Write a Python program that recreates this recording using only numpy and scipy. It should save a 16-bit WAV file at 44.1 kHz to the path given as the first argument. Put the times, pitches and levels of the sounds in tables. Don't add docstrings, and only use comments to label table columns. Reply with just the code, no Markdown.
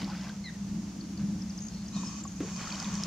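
import sys
import numpy as np
from scipy import signal
from scipy.fft import rfft, irfft
from scipy.io import wavfile
from scipy.ndimage import uniform_filter1d

SR = 44100
rng = np.random.default_rng(int(sys.argv[2]) if len(sys.argv) > 2 else 0)


def digitize_waveform(pressure):
    field = np.atleast_2d(pressure).T
    bounded = np.clip(field, -1, 1)
    quanta = np.round(bounded * 32767).astype(np.int16)
    wavfile.write(sys.argv[1], SR, quanta)


def field_ratio(decibels):
    return 10 ** (np.asarray(decibels, dtype=float) / 20)


N = 134946

# time in seconds, level in dB.
GUST = [(0, -33), (.1, -35), (.33, -41), (.57, -39.5), (.74, -32), (.92, -40.5), (1.06, -39.5), (1.18, -38),
        (1.23, -28), (1.4, -35.5), (1.53, -38), (1.87, -38.5), (1.97, -32.5), (2.12, -39.5), (2.6, -38.5),
        (2.76, -41), (2.93, -32.5), (3.06, -37.5)]
# time in seconds, gain in dB.
PORT_SWING = [(0, 11), (.13, 2.5), (.36, -2), (.6, -7), (.75, 5), (1.0, 9), (1.27, 8.5), (1.5, 1),
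              (1.7, -0.5), (1.87, 0.5), (2.0, 6.5), (2.14, 3), (2.35, 2.5), (2.58, -5), (2.77, 2),
              (2.88, 2), (2.98, -3), (3.06, 3)]
# pitch in Hz, width in Hz, level in dB, share of gust followed (0 = follows
CAVITY_MODES = [(203.3, 14.7, -0.5, 0.95, 0.81), (183, 23.7, -1.5, 1, 0.57), (273.8, 32, -17.5, 0, 0.49),
                (314.8, 24, -19.5, 0, 0.32), (66.5, 25.7, -12.5, 0.43, 0.32), (128.5, 57, -9, 0.72, 0.22)]
PORT_DIFFERENCE_DB_AT_60_HZ = 0.9
# frequency in Hz, level in dB per Hz.
RUMBLE_SPECTRUM = [(22, -46), (40, 2), (60, -25), (150, -11), (300, -12), (380, -21), (700, -15),
                   (1200, -44)]
RUMBLE_DB, RUMBLE_GUST_SHARE = -33.5, 1
# frequency in Hz, level in dB per Hz.
HISS_SPECTRUM = [(350, -1.5), (800, -1), (1600, -6), (3900, -8.5), (4500, -5), (6500, -1), (8200, -14.5),
                 (15700, -28)]
HISS_DB, HISS_GUST_SHARE = -51.5, 0.019
# frequency in Hz, likeness 0-1.
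LIKENESS = [(60, 0.95), (200, 1), (700, 0.71), (2500, 0.56), (5000, 0.24), (9000, 0)]

# time in seconds, level in dB.
THRASH_BOUTS = [
    [(0, -43.5), (.06, -50.5), (.095, -50.5), (.19, -51), (.29, -50), (.37, -63)],
    [(2.56, -55), (2.61, -48), (2.72, -47), (2.85, -48), (2.95, -49.5), (3.06, -49)],
]
# frequency in Hz, level in dB per Hz.
SPLASH_SPECTRUM = [(300, -0.5), (500, -5), (900, -3), (1600, -4.5), (2800, -7.5), (3900, -11), (5200, -6),
                   (9000, -28.5)]
DROPS_PER_S, DROP_LOW_HZ, DROP_HIGH_HZ, DROP_T60_CYCLES = 2400, 550, 6500, 45
DROP_CUT_HZ, SPRAY_DB, SPRAY_PATCHY_DB = 20000, -2, 2.5
# start in seconds, peak in dB, pitch in Hz.
PLOPS = [(0.019, -40, 1090), (.074, -39, 1090), (.083, -40, 930), (.09, -39, 1050), (.097, -33, 1034),
         (.11, -36, 840), (.163, -41, 4900), (.179, -40, 4930), (0.242, -41.5, 1050), (.268, -40, 1610),
         (.282, -45, 5050), (.012, -38, 2960), (0.076, -35, 820), (0.099, -36.5, 800), (0.119, -37, 1480),
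         (0.134, -36, 1290), (0.15, -39, 1500), (0.182, -44, 1310), (0.229, -43, 910), (0.297, -35, 1560),
         (2.593, -38, 2300), (2.607, -36, 1250), (2.637, -35, 1020), (2.672, -31, 1306), (2.704, -33, 3150),
         (2.717, -33.5, 2430), (2.72, -40, 936), (2.728, -33, 1000), (2.746, -33.5, 3020),
         (2.766, -42, 1160), (2.804, -35.5, 1420), (2.807, -46, 945), (2.821, -36, 790), (2.858, -38, 1000),
         (2.885, -38, 890)]
PLOP_T60_S_AT_1_KHZ = 0.037
# start in seconds, peak in dB, pitch in Hz.
SLAPS = [(0.0177, -35, 4540), (0.0438, -34, 4060), (0.1, -42, 4100), (0.2343, -44, 5740),
         (0.293, -37, 4230), (2.5636, -34, 5600), (2.679, -38, 4500), (2.724, -32.5, 4400),
         (2.7538, -31, 4900), (2.8, -24.5, 5100), (2.826, -32, 5700), (2.844, -34.5, 3940),
         (2.94, -35, 6400), (2.9532, -30, 5300), (3.0356, -22.5, 5060)]
SLAP_T60_S, SLAP_AIR_DB, SLAP_WIDTH_HZ = 0.013, -29, 1960

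YELP_S, YELP_LENGTH_S, YELP_FROM_HZ, YELP_TO_HZ, YELP_TILT_DB = .44, .056, 2160, 1830, 12
# multiple of the pitch, level in dB.
YELP_PARTIALS = [(1, -48.5), (2, -48.5), (3, -72)]
# start in seconds, length in seconds, pitch in Hz, level in dB.
YELP_TAIL = [
    (.474, .026, 2030, -50),
    (.493, .01, 1620, -54),
    (.5, .016, 1870, -57),
    (.516, .01, 2020, -59),
    (.536, .012, 1950, -59),
    (.552, .014, 1850, -62),
]
# start in seconds, length in seconds, from pitch in Hz, to pitch in Hz, level in dB.
SONG_NOTES = [(1.007, 0.0091, 4800, 4200, -46), (1.174, 0.0074, 4760, 4300, -48),
              (1.418, 0.0076, 5900, 4900, -46), (1.495, 0.015, 6500, 4410, -46.5),
              (1.576, 0.0061, 6450, 5800, -43.5), (1.583, 0.01, 5450, 4700, -48),
              (1.683, 0.004, 6950, 5960, -41.5), (1.685, 0.0032, 5500, 4800, -45),
              (1.732, 0.023, 5140, 5800, -55.5), (1.882, .004, 6930, 5870, -46),
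              (1.887, 0.0037, 5500, 4900, -48), (1.86, .01, 4600, 5070, -52),
              (1.928, 0.016, 3850, 4170, -56), (1.942, 0.018, 4100, 4280, -48),
              (1.962, 0.0089, 3980, 3600, -48.5), (1.973, .008, 3860, 3500, -49),
              (1.98, .012, 3850, 3600, -56), (1.994, .014, 3850, 3600, -57), (2.04, .024, 5060, 5140, -53),
              (2.058, .034, 5130, 5190, -46), (2.236, 0.0087, 7750, 6500, -42.5),
              (2.272, 0.0134, 7270, 5900, -43.5), (2.313, 0.0147, 7250, 6000, -49),
              (2.359, 0.016, 7070, 5800, -51)]
# start in seconds, end in seconds, spacing in seconds, pitch in Hz, level in dB.
SONG_TRILLS = [
    (1.604, 1.67, .0152, 6500, -45),
    (1.705, 1.825, .0128, 4320, -55.5),
    (1.78, 1.84, .0128, 3680, -61),
]
PIP_LENGTH_S, PIP_RISE_SHARE = .008, .05
SONG_LAG_RAD, SONG_PAN_DB = 1, 1.5
FLUTTER_DB, FLUTTER_PER_S = 2, 300
SCATTER_DB, SCATTER_T60_S = -9, .4

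# start in seconds, level in dB, T60 in seconds.
RUBS = [
    (1.192, -53, 0.23),
    (1.222, -69, 0.37),
    (1.955, -61, 0.22),
    (2.404, -45.5, 0.21),
    (2.46, -53.5, .3),
    (2.485, -51.5, .2),
]
THUMP_S, HOLLOW_HZ, HOLLOW_WIDTH_HZ, HOLLOW_DB, HOLLOW_T60_S = 2.404, 345, 260, -39.5, .35
# time in seconds, level in dB.
MOTOR_EFFORT = [(1.9, -62), (1.965, -43.5), (2.0, -45), (2.215, -46.5), (2.24, -85), (2.42, -49),
                (2.48, -47), (2.6, -44), (3.06, -44.5)]
# pitch in Hz, width in Hz, level in dB, left-right likeness -1 to 1.
BODY_MODES = [(1100, 51, -5, 0.97), (1255, 46, -18, 0.83), (1786, 170, -14.5, 0.64), (2480, 87, -8, 0.62),
              (1000, 250, -6.5, 0.83), (3040, 230, -10, 0.37), (3700, 140, -15, 0.97),
              (4500, 300, -7.5, 0.85), (5740, 840, -0.5, -0.051), (6260, 240, -1.5, -0.31),
              (6550, 140, -4, 0.49), (7190, 190, -3.5, -0.3), (8320, 210, -18, -0.19)]
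GEAR_PER_S, GEAR_DEPTH = 140, 0.13
# start in seconds, peak in dB, pitch in Hz, T60 in seconds.
KNOCKS = [
    (1.964, -36, 643, 0.02),
    (2.034, -32, 1000, 0.028),
    (2.252, -33.5, 1110, 0.046),
    (2.253, -40, 794, 0.034),
    (2.4055, -20, 288.3, 0.063),
    (2.406, -42, 480, 0.019),
    (2.432, -32, 450, 0.05),
    (2.405, -45, 1330, 0.055),
]


def amp_of_time(rows):
    return field_ratio(np.interp(np.arange(N) / SR, *np.transpose(rows), left=-120, right=-120))


def rms_one(x):
    return x / np.sqrt(np.mean(x ** 2) + 1e-20)


def at_hz(points, hz):
    points_hz, values = np.array(points).T
    return np.interp(np.log(hz), np.log(points_hz), values)


def drift(rate_hz):
    r = np.exp(-80 * np.pi * rate_hz / SR)
    noise = rng.standard_normal(N // 40 + 2002)
    slow = signal.lfilter([1], [1, -2 * r, r * r], noise)[2000:]
    return np.interp(np.arange(N) / 40, np.arange(len(slow)), rms_one(slow))


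def pair(mid, side, alike):
    alike = np.clip(alike, -1, 1)
    return np.sqrt(1 + alike) * mid + np.sqrt(1 - alike) * side * [[1], [-1]]


def resonance(x, hz, width_hz):
    r = np.exp(-np.pi * width_hz / SR)
    poles = [1, -2 * r * np.cos(2 * np.pi * hz / SR), r * r]
    return signal.lfilter([(1 - r * r) / 2, 0, (r * r - 1) / 2], poles, x)


def ring(clicks, hz, t60_s):
    r = field_ratio(-60 / (t60_s * SR))
    w = 2 * np.pi * hz / SR
    return signal.lfilter([0, np.sin(w)], [1, -2 * r * np.cos(w), r * r], clicks + 1e-18)


def coloured(spectrum, patchy_db):
    hz = np.maximum(np.fft.rfftfreq(N, 1 / SR), 10)
    mid, side = rfft(rng.standard_normal((2, N))) * field_ratio(at_hz(spectrum, hz))
    noise = irfft(pair(mid, side, at_hz(LIKENESS, hz)), N)
    return rms_one(noise) * field_ratio(patchy_db * drift(13.0))


def add(out, start_s, sound):
    i = int(start_s * SR)
    out[..., i:i + sound.shape[-1]] += sound[..., :N - i]


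def struck(db, hz, t60_s):
    t = np.arange(int(t60_s * SR)) / SR
    onset = 1 - np.exp(-t * hz * 2)
    return field_ratio(db - 60 * t / t60_s) * np.sin(2 * np.pi * hz * t) * onset


def glide(length_s, from_hz, to_hz, lag_rad=0, roundness=0.4):
    u = np.arange(int(length_s * SR)) / (length_s * SR)
    phase = 2 * np.pi * length_s * (from_hz * u + (to_hz - from_hz) * u * u / 2)
    ears_rad = np.array([[lag_rad / 2], [-lag_rad / 2]])
    return np.sqrt(2) * np.sin(np.pi * u) ** roundness * np.sin(phase + ears_rad)


def cavity_boom(mean, swell):
    boom = 0
    for hz, width_hz, db, follows, evenness in CAVITY_MODES:
        noise = rng.standard_normal((2, N))
        mid, side = resonance(resonance(noise, hz, width_hz * 1.26), hz, width_hz * 1.26)
        mid = mid / uniform_filter1d(mid ** 2, size=2600) ** (evenness / 2)
        gain = swell ** follows if follows else amp_of_time(PORT_SWING)
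        ports = field_ratio([[PORT_DIFFERENCE_DB_AT_60_HZ * 60 / hz], [0]])
        stereo = pair(rms_one(mid), rms_one(side), at_hz(LIKENESS, hz))
        boom = boom + field_ratio(db - 5.5) * mean * gain * stereo * ports
    return boom


def wind():
    gust = amp_of_time(GUST)
    mean = np.exp(np.mean(np.log(gust)))
    swell = gust / mean
    boom = cavity_boom(mean, swell)
    rumble = mean * field_ratio(RUMBLE_DB) * swell ** RUMBLE_GUST_SHARE * coloured(RUMBLE_SPECTRUM, patchy_db=8.0)
    hiss = field_ratio(HISS_DB) * swell ** HISS_GUST_SHARE * coloured(HISS_SPECTRUM, patchy_db=0.46)
    return boom + rumble + hiss


def thrashing():
    size = field_ratio(1.5 * np.minimum(rng.exponential(1, N), 4)) * rng.choice([-1, 1], N)
    born = rng.random(N) < DROPS_PER_S * field_ratio(2 * drift(20)) / SR
    pitches_hz = np.geomspace(DROP_LOW_HZ, DROP_HIGH_HZ, 24)
    dealt = rng.integers(0, 24, N)
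    drops = 0
    for k, hz in enumerate(pitches_hz):
        rings = ring(size * born * (dealt == k), hz, DROP_T60_CYCLES / hz)
        drops = drops + field_ratio(at_hz(SPLASH_SPECTRUM, hz)) * hz / 1000 * rings
    drops = signal.sosfilt(signal.butter(2, DROP_CUT_HZ, fs=SR, output="sos"), drops)
    spray = field_ratio(SPRAY_DB) * coloured(SPLASH_SPECTRUM, patchy_db=SPRAY_PATCHY_DB)
    level = sum(amp_of_time(rows) for rows in THRASH_BOUTS)
    return level * (rms_one(drops) + spray)


def plops():
    out = np.zeros((2, N))
    for start_s, db, hz in PLOPS:
        add(out, start_s, struck(db - 1.5, hz, PLOP_T60_S_AT_1_KHZ * np.sqrt(1000 / hz)))
    return out


def wing_slaps():
    out = np.zeros((2, N))
    i = np.arange(600)
    fade = field_ratio(-60 * i / SR / SLAP_T60_S) * (1 - np.exp(-i / 12))
    for start_s, db, hz in SLAPS:
        noise = rng.standard_normal(600)
        crack = rms_one(resonance(resonance(noise, hz, SLAP_WIDTH_HZ), hz, SLAP_WIDTH_HZ))
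        air = field_ratio(SLAP_AIR_DB) * np.diff(noise, prepend=0)
        add(out, start_s, field_ratio(db) * fade * (crack + air))
    return out


def waterbird():
    out = np.zeros((2, N))
    for k, db in YELP_PARTIALS:
        note = glide(YELP_LENGTH_S, k * YELP_FROM_HZ, k * YELP_TO_HZ, lag_rad=0.22, roundness=0.15)
        tilt_db = np.linspace(.5, -.5, note.shape[1]) * YELP_TILT_DB * (k - 1.5)
        add(out, YELP_S, field_ratio(db + tilt_db) * note)
    for start_s, length_s, hz, db in YELP_TAIL:
        add(out, start_s, field_ratio(db) * glide(length_s, hz, hz * .985))
    return out


def songbird():
    out = np.zeros((2, N))
    for start_s, length_s, from_hz, to_hz, db in SONG_NOTES:
        add(out, start_s, field_ratio(db) * glide(length_s, from_hz, to_hz, SONG_LAG_RAD))
    for start_s, end_s, spacing_s, hz, db in SONG_TRILLS:
        pip = glide(PIP_LENGTH_S, hz * (1 - PIP_RISE_SHARE), hz * (1 + PIP_RISE_SHARE), SONG_LAG_RAD)
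        for pip_s in np.arange(start_s, end_s, spacing_s):
            uneven_db = rng.normal(0, 1.8)
            add(out, pip_s, field_ratio(db + uneven_db) * pip)
    return out * field_ratio(np.array([[SONG_PAN_DB], [-SONG_PAN_DB]]))


def scatter(calls):
    t = np.arange(SR // 4) / SR
    tail = rng.standard_normal((2, len(t))) * field_ratio(-60 * t / SCATTER_T60_S)
    tail = tail / np.sqrt((tail ** 2).sum() / 2)
    rough = calls * field_ratio(FLUTTER_DB * drift(FLUTTER_PER_S))
    return rough + field_ratio(SCATTER_DB) * signal.fftconvolve(rough, tail, axes=1)[:, :N]


def hand_on_case():
    t = np.arange(N) / SR
    rub = resonance(resonance(rng.standard_normal(N), 600, 1000), 900, 4500)
    rubbing = sum((t > s) * field_ratio(db - 60 * np.abs(t - s) / t60_s) for s, db, t60_s in RUBS)
    noise = rng.standard_normal(N)
    hollow = resonance(resonance(noise, HOLLOW_HZ, HOLLOW_WIDTH_HZ), HOLLOW_HZ, HOLLOW_WIDTH_HZ)
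    decay = (t > THUMP_S) * field_ratio(HOLLOW_DB - 60 * np.abs(t - THUMP_S) / HOLLOW_T60_S)
    return rubbing * rms_one(rub) + decay * rms_one(hollow)


def zoom_motor():
    whirr = 0
    for hz, width_hz, db, alike in BODY_MODES:
        noise = rng.standard_normal((2, N))
        mid, side = resonance(resonance(noise, hz, width_hz * 1.8), hz, width_hz * 1.96)
        whirr = whirr + field_ratio(db) * rms_one(pair(mid, side, alike))
    teeth = 1 + GEAR_DEPTH * np.sin(2 * np.pi * GEAR_PER_S * np.arange(N) / SR)
    return amp_of_time(MOTOR_EFFORT) * rms_one(whirr) * teeth


def knocks():
    out = np.zeros((2, N))
    for start_s, db, hz, t60_s in KNOCKS:
        add(out, start_s, struck(db, hz, t60_s))
    return out


def scene():
    water = thrashing() + plops() + wing_slaps()
    calls = scatter(waterbird() + songbird())
    camera = hand_on_case() + zoom_motor() + knocks()
    return wind() + water + calls + camera


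def top_cut(x):
    return signal.sosfilt(signal.butter(12, 15740, fs=SR, output="sos"), x)


def record(dry):
    low_pass = signal.ellip(14, .5, 70, 15740, fs=SR, output="sos")
    mix = signal.sosfilt(low_pass, dry)
    return top_cut(mix)


dry = scene()
out = record(dry)
digitize_waveform(out)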